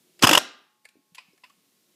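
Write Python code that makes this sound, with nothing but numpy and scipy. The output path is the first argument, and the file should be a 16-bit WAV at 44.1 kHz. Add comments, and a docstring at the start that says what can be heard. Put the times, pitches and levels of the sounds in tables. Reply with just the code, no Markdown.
"""Toy gun burst over a bed

An electric airsoft gun fires one short burst close by: damped sines and shell-filtered noise make
gearbox slams roughly 20 ms apart over a whirr. A tick and tap come just before; more ticks, taps and
soft thuds on the bedding follow, with faint metal ringing. A small room answers in decaying noise.
Automatic gain ducks after the burst and slowly lets the hiss and low rumble return.
"""
import sys
import numpy as np
from scipy import signal
from scipy.fft import rfft, irfft, next_fast_len
from scipy.io import wavfile
from scipy.ndimage import uniform_filter1d, map_coordinates

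SR = 44100
rng = np.random.default_rng(int(sys.argv[2]) if len(sys.argv) > 2 else 0)


def log_audio(samples):
    """Write samples as a 16-bit WAV file to the path given in sys.argv[1]."""
    # one column per channel
    frames = np.atleast_2d(samples).T
    # limit to full scale, then quantise
    limited = np.clip(frames, -1, 1)
    pcm = np.round(limited * 32767).astype(np.int16)
    wavfile.write(sys.argv[1], SR, pcm)


def gain_from_db(level_db):
    """Convert decibel levels to linear amplitude factors (20 dB per decade)."""
    decades = np.asarray(level_db, float) / 20
    return 10 ** decades


N = 85995  # length in samples


def along(points, hz):
    """Interpolation of (frequency, value) points on a logarithmic frequency axis."""
    f, v = np.transpose(points)
    return np.interp(np.log(hz + 1), np.log(f + 1), v)


def unit(x):
    """Power normalisation to rms 1."""
    return x / np.sqrt(np.mean(x ** 2) + 1e-20)


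def wobble(rate):
    """Band-limited random fluctuation: a smooth curve through rate random knots a second."""
    knots = rng.standard_normal(int(N * rate / SR) + 4)
    return map_coordinates(knots, [np.arange(N) * rate / SR])


def filtered(x, response):
    """Linear filtering by spectral product, scaled so that white noise keeps its level."""
    m = next_fast_len(N + 8192)
    h = response(np.fft.rfftfreq(m, 1 / SR))
    h = h / np.sqrt(np.mean(np.abs(h) ** 2))
    return irfft(rfft(x, m) * h, m)[:N]


def coloured(x, table):
    """Spectral shaping by a curve of relative levels."""
    return filtered(x, lambda f: gain_from_db(along(table, f)))


def resonant(table):
    """Modal superposition: a causal sum of resonances with alternating sign."""
    def response(f):
        return sum((-1) ** k * gain_from_db(db) * 1j * f * width / (hz * hz - f * f + 1j * f * width)
                   for k, (hz, width, db) in enumerate(table))
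    return response


def gate(s, db, length, t60, rise=0.00029):
    """Impact envelope: linear rise, hold until length, exponential decay."""
    t = np.arange(N) / SR - s
    return gain_from_db(db - 60 * np.clip(t - length, 0, 1) / t60) * np.clip(t / rise, 0, 1)


def ring(s, db, hz, t60, cycles=0.099):
    """Damped oscillation: a decaying sine whose swell has a time constant in cycles."""
    t = np.clip(np.arange(N) / SR - s, 0, None)
    decay = gain_from_db(db - 60 * np.minimum(t / t60, 2))
    return decay * np.sin(2 * np.pi * hz * t) * (1 - np.exp(-t * hz / cycles))


def spiky(depth_db):
    """Amplitude-modulated noise: uneven small impacts of rms 1."""
    return unit(rng.standard_normal(N) * gain_from_db(depth_db * wobble(1500)))


# gearbox slams; the last three levels are relative to the slam:
# start_s, level_db, rattle_s, push_db, ping_db, treble_db
SLAMS = [(0.2224, -16.5, 0.0074, -12, -12, -0.5), (0.2329, -3, 0.0092, -1.5, -19.5, -7.5),
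         (0.245, -2.5, 0.0038, 0, -9, -7), (0.2695, -1.5, 0.0045, -0.5, -11, -6),
         (0.2908, -1.5, 0.0039, 0, -10.5, -5.5), (0.31, -4, 0.0055, -4, -21.5, -6),
         (0.3295, 1, .0065, -0.5, -20.5, -8.5), (0.3497, 2, 0.0027, 0.5, -17, -7),
         (0.374, 3.5, 0.004, -1, -12, -5.5)]
# weaker rebounds between slams: start_s, level_db
REBOUNDS = [(.253, -12.5), (.266, -19.5), (.2805, -12), (.302, -17), (.339, -9.5), (.346, -13), (.355, -8),
            (.3845, -7.5)]
RATTLE_LAG_S = 0.0014  # from the push to the shell's answer


def push():
    """Damped oscillation: each slam and rebound gives a round, short-lived push."""
    hz, t60, gain_db = 1050, 0.007, 2
    slams = sum(ring(s, db + push_db + gain_db, hz, t60) for s, db, _, push_db, *_ in SLAMS)
    return slams + sum(ring(s, db + gain_db, hz, t60) for s, db in REBOUNDS)


# gun shell resonances: centre_hz, width_hz, level_db
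SHELL = [(980, 940, -4.5), (1566, 700, -1), (2800, 280, 2), (3417, 230, -1.5)]
# its upper resonances: centre_hz, width_hz, level_db
SHELL_TREBLE = [(5010, 500, -8), (6260, 710, -10), (7280, 800, -11), (10750, 3200, -18),
                (13427, 930, -17.5)]


def rattle():
    """Resonant excitation: bursts of small impacts drive the low and high shell resonances."""
    t60, snap_s = 0.007, 0.0003
    shake = sum(gate(s + RATTLE_LAG_S, db - 5.5, length, t60, snap_s)
                for s, db, length, *_ in SLAMS)
    shake = shake + sum(gate(s, db - 4, 0.0019, t60, snap_s) for s, db in REBOUNDS)
    bright = sum(gate(s + RATTLE_LAG_S, db - 4.5 + treble_db, length, t60, snap_s)
                 for s, db, length, *_, treble_db in SLAMS)
    bright = bright + sum(gate(s, db - 11, 0.0025, t60, snap_s) for s, db in REBOUNDS)
    knocks = spiky(2.5)
    return filtered(shake * knocks, resonant(SHELL)) + filtered(bright * knocks, resonant(SHELL_TREBLE))


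def steel_ping():
    """Gaussian tone burst: a thin steel ping ends each slam."""
    hz, lag_s, width_s, gain_db = 14700, 0.0065, 0.0006, -10.5
    t = np.arange(N) / SR
    swell = sum(gain_from_db(db + ping_db + gain_db) * np.exp(-((t - s - lag_s) / width_s) ** 2)
                for s, db, *_, ping_db, _ in SLAMS)
    return swell * np.sin(2 * np.pi * hz * t)


# rise and fall of the whirr: time_s, level_db
WHIRR = [(0.206, -60), (0.218, -46.5), (0.222, -38.5), (.226, -12.5), (0.252, -22.5), (0.261, -36.5),
         (.28, -21.5), (0.376, -20.5), (.388, -35), (.4, -53)]
# spectrum of the gears: frequency_hz, level_db
GEARS = [(88, -39), (150, -0.5), (436, -0.5), (1700, -7.5), (3040, -3.5), (3760, -11), (4840, -8.5),
         (8330, -13), (15500, -29.5)]


def whirr():
    """Modulated broadband noise: the running gears, uneven in level."""
    mesh_rate, mesh_db = 400, 4  # knots a second, depth
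    s, db = np.transpose(WHIRR)
    contour_db = np.interp(np.arange(N) / SR, s, db, left=-120, right=-120)
    level = gain_from_db(contour_db + mesh_db * wobble(mesh_rate))
    return level * coloured(rng.standard_normal(N), GEARS)


# shell modes struck by each slam: pitch_hz, level_db, t60_s
CLANG = [(2875, -5, .017), (3140, -12, 0.025), (1247, -7.5, 0.024), (5290, -17, 0.012)]


def clang():
    """Modal excitation: every slam rings the shell modes, each time a little differently."""
    total = np.zeros(N)
    for s, db, _, push_db, *_ in SLAMS:
        for hz, mode_db, t60 in CLANG:
            level_db = db + push_db + mode_db + 2 * rng.standard_normal()
            pitch_hz = hz * (1 + 0.018 * rng.standard_normal())
            total += ring(s + RATTLE_LAG_S, level_db, pitch_hz, t60)
    return total


# low thumps of air and body, then thuds on the bedding: start_s, level_db, pitch_hz, t60_s
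THUMPS = [(0.235, -1, 252, 0.042), (0.237, -0.5, 109.5, 0.051), (0.313, -9, 304.4, 0.11),
          (0.311, -1, 560, 0.023), (.374, -6, 612, 0.042), (0.9551, -34.5, 347, 0.016),
          (0.967, -38.5, 267, 0.041), (.977, -44.5, 329.5, 0.025), (.99, -47, 281.6, 0.068),
          (1.119, -44.5, 173.3, 0.072), (1.283, -47, 183, 0.064), (1.333, -46.5, 377.4, 0.031),
          (1.343, -50.5, 352, .03)]


def thumps():
    """Damped low oscillation: air and body thumps in the burst, soft thuds later."""
    return sum(ring(*row, cycles=0.33) for row in THUMPS)


# trigger ticks; ring level is relative to the tick: start_s, level_db, length_s, ring_db
TICKS = [(0.1921, -48, .002, -19.5), (.845, -62, .006, 5), (0.8514, -47, 0.0047, 10),
         (0.888, -45.5, 0.0021, -5), (1.1472, -40.5, 0.0094, -22), (1.377, -57.5, 0.0021, 0),
         (1.45, -58.5, .002, 4), (1.4962, -59, 0.0056, -16)]
# spectrum of the bare tick: frequency_hz, level_db
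TICK_COLOUR = [(350, -49.5), (600, -22), (2950, -3.5), (6580, -11.5), (7540, -6.5), (9120, -17.5),
               (10900, -8.5), (15500, -30.5)]
# resonances of the trigger parts: centre_hz, width_hz, level_db
TRIGGER = [(427.1, 170, -17.5), (740, 250, -11.5), (1737, 44, 2.5), (2186, 130, 0), (4600, 240, -8.5),
           (8628, 600, -15)]


def trigger():
    """Impact excitation: bright ticks that ring the trigger parts to differing degrees."""
    t60 = 0.03
    bright = sum(gate(s, db, length, t60) for s, db, length, _ in TICKS)
    rung = sum(gate(s, db + ring_db, length, t60) for s, db, length, ring_db in TICKS)
    ticks = coloured(bright * spiky(1.3), TICK_COLOUR)
    return ticks + filtered(rung * spiky(1.2), resonant(TRIGGER))


# taps; knock level is relative to the tap: start_s, level_db, length_s, knock_db, knock_hz
TAPS = [(0.192, -45, .004, -30.5, 1026), (1.169, -50, 0.0082, -8, 1028), (1.1803, -31.5, 0.0041, -4, 1002),
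        (1.189, -47.5, 0.0032, 4.5, 1020), (1.201, -49, 0.0054, -9, 1150),
        (1.435, -42.5, 0.0092, 1.5, 1004), (1.459, -54, 0.0028, -17, 1112), (1.497, -60, 0.008, 9, 1133)]
# resonances of the plastic body: centre_hz, width_hz, level_db
PLASTIC = [(650, 300, -9), (1440, 400, -7), (2006, 190, 1.5), (2552, 150, 8), (2928, 240, 1.5),
           (3600, 810, -6.5), (5013, 270, -1), (7680, 900, -17.5), (10530, 1600, -24)]


def taps():
    """Cavity and shell resonance: duller plastic taps, each with a hollow knock at its own pitch."""
    t60, rise_s, waver_db = 0.04, 0.0025, 3.5
    t = np.arange(N) / SR
    high = sum(gate(s, db, length, t60, rise_s) for s, db, length, *_ in TAPS)
    knock = sum(gate(s, db + knock_db, length, t60, rise_s) * np.sin(2 * np.pi * hz * (t - s))
                for s, db, length, knock_db, hz in TAPS)
    return filtered(high * spiky(2.6), resonant(PLASTIC)) + knock * gain_from_db(waver_db * wobble(200))


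# tiny high pings of a loose part: start_s, level_db
PINGS = [(1.331, -50), (1.377, -56)]


def loose_part():
    """Single-mode vibration: a loose part pings with a slow swell."""
    return sum(ring(s, db, hz=5167, t60=0.016, cycles=4.6) for s, db in PINGS)


# metal parts ringing on: pitch_hz, level_db, t60_s
AFTER_RING = [(850, -66, 2.89), (1085.4, -67.5, 4.9)]


def after_ring():
    """Lightly damped modes: metal parts ring long and faintly after the burst."""
    return sum(ring(0.66, db, hz, t60) for hz, db, t60 in AFTER_RING)


# reverberation times: frequency_hz, t60_s
ROOM = [(150, 0.5), (600, 0.42), (1100, 0.53), (2000, .5), (2900, 0.51), (4200, .47), (7000, .33),
        (10000, .22), (15000, 0.165)]


def room(x):
    """Diffuse reverberation: noise whose every frequency decays at its own speed."""
    gap_s, wander_rate, wander_rad = 0.004, 500, 1.8
    hz, t, z = signal.stft(rng.standard_normal(SR), SR, nperseg=256)
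    decay = gain_from_db(-60 * t / along(ROOM, hz)[:, None])
    tail = signal.istft(z * decay, SR, nperseg=256)[1]
    # a random phase wander spreads each pitch, so the reverberation is smooth and diffuse
    analytic = signal.hilbert(x, next_fast_len(N))[:N]
    spread = np.real(analytic * np.exp(1j * wander_rad * wobble(wander_rate)))
    delayed = np.pad(spread, (round(gap_s * SR), 0))
    return signal.fftconvolve(delayed, tail / np.linalg.norm(tail))[:N]


# the burst's colour towards the walls: frequency_hz, level_db
ROOM_COLOUR = [(80, -19.5), (250, 2), (550, 1), (1050, -4), (1900, -1.5), (2850, -6.5), (4600, 2.5),
               (8000, 0.5), (13000, 3), (14600, -12.5)]
# the handling sounds' colour towards the walls: frequency_hz, level_db
SMALL_COLOUR = [(300, -0.5), (1040, -4.5), (2700, -0.5), (8000, 2.5)]


def reflections(gun, small):
    """Directional radiation: burst and handling reach the walls with different colours."""
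    gun_wet = gain_from_db(-17.5) * coloured(room(gun), ROOM_COLOUR)
    return gun_wet + gain_from_db(-12) * coloured(room(small), SMALL_COLOUR)


# spectrum of the hiss: frequency_hz, level_db
HISS = [(60, -25), (130, -7), (250, -5.5), (500, -9.5), (900, -15), (1600, -14.5), (3800, -10.5),
        (9000, -13.5), (14700, -14.5), (15600, -24)]


def hiss():
    """Stationary random noise: a steady coloured hiss."""
    return gain_from_db(-65.5) * coloured(rng.standard_normal(N), HISS)


def rumble():
    """Narrow-band noise: a low rumble with a lumpy level."""
    band = resonant([(206, 200, 0)])  # centre Hz, width Hz, dB
    low = filtered(rng.standard_normal(N), lambda f: band(f) ** 2)
    return gain_from_db(-72.5 + 1.5 * wobble(38)) * low


def scene():
    """Linear superposition of the sources, the room's answer and the background."""
    gun = push() + rattle() + steel_ping() + whirr() + clang() + thumps()
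    small = trigger() + taps() + loose_part()
    return (gun + small + after_ring() + reflections(gun, small) + hiss() + rumble())[None]


def ducking(dry):
    """Automatic gain control: loud sound lowers the gain, which holds and then creeps back."""
    threshold_db, depth_db, hold_s, recover_s = -30, 8, 0.4, 0.55
    loud = np.abs(uniform_filter1d(dry[0] ** 2, size=441)) > gain_from_db(threshold_db) ** 2
    t = np.arange(N) / SR
    since = t - np.maximum.accumulate(np.where(loud, t, -99))
    duck = np.exp(-np.clip(since - hold_s, 0, None) / recover_s)
    # a trailing 0.2 s average: the gain falls gradually
    duck = uniform_filter1d(np.pad(duck, (SR // 10, 0)), size=SR // 5)[:N]
    return gain_from_db(-depth_db * duck)


def microphone_band(f):
    """Band limitation: a second-order low cut and a steep top edge."""
    low_hz, top_hz = 105, 15500
    return (1j * f / (low_hz + 1j * f)) ** 2 / (1 + (f / top_hz) ** 80)


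def roll_off(x):
    """The treble ends steeply here."""
    return signal.sosfilt(signal.butter(12, 16320, fs=SR, output="sos"), x)


def record(dry):
    """Transduction chain: gain control, soft saturation of peaks, then band limitation."""
    knee = 5  # higher bends later and harder
    x = dry * ducking(dry)
    x = x / (1 + np.abs(x) ** knee) ** (1 / knee)
    mix = filtered(x[0], microphone_band)[None] * gain_from_db(-3)
    return roll_off(mix)


dry = scene()
out = record(dry)
log_audio(out)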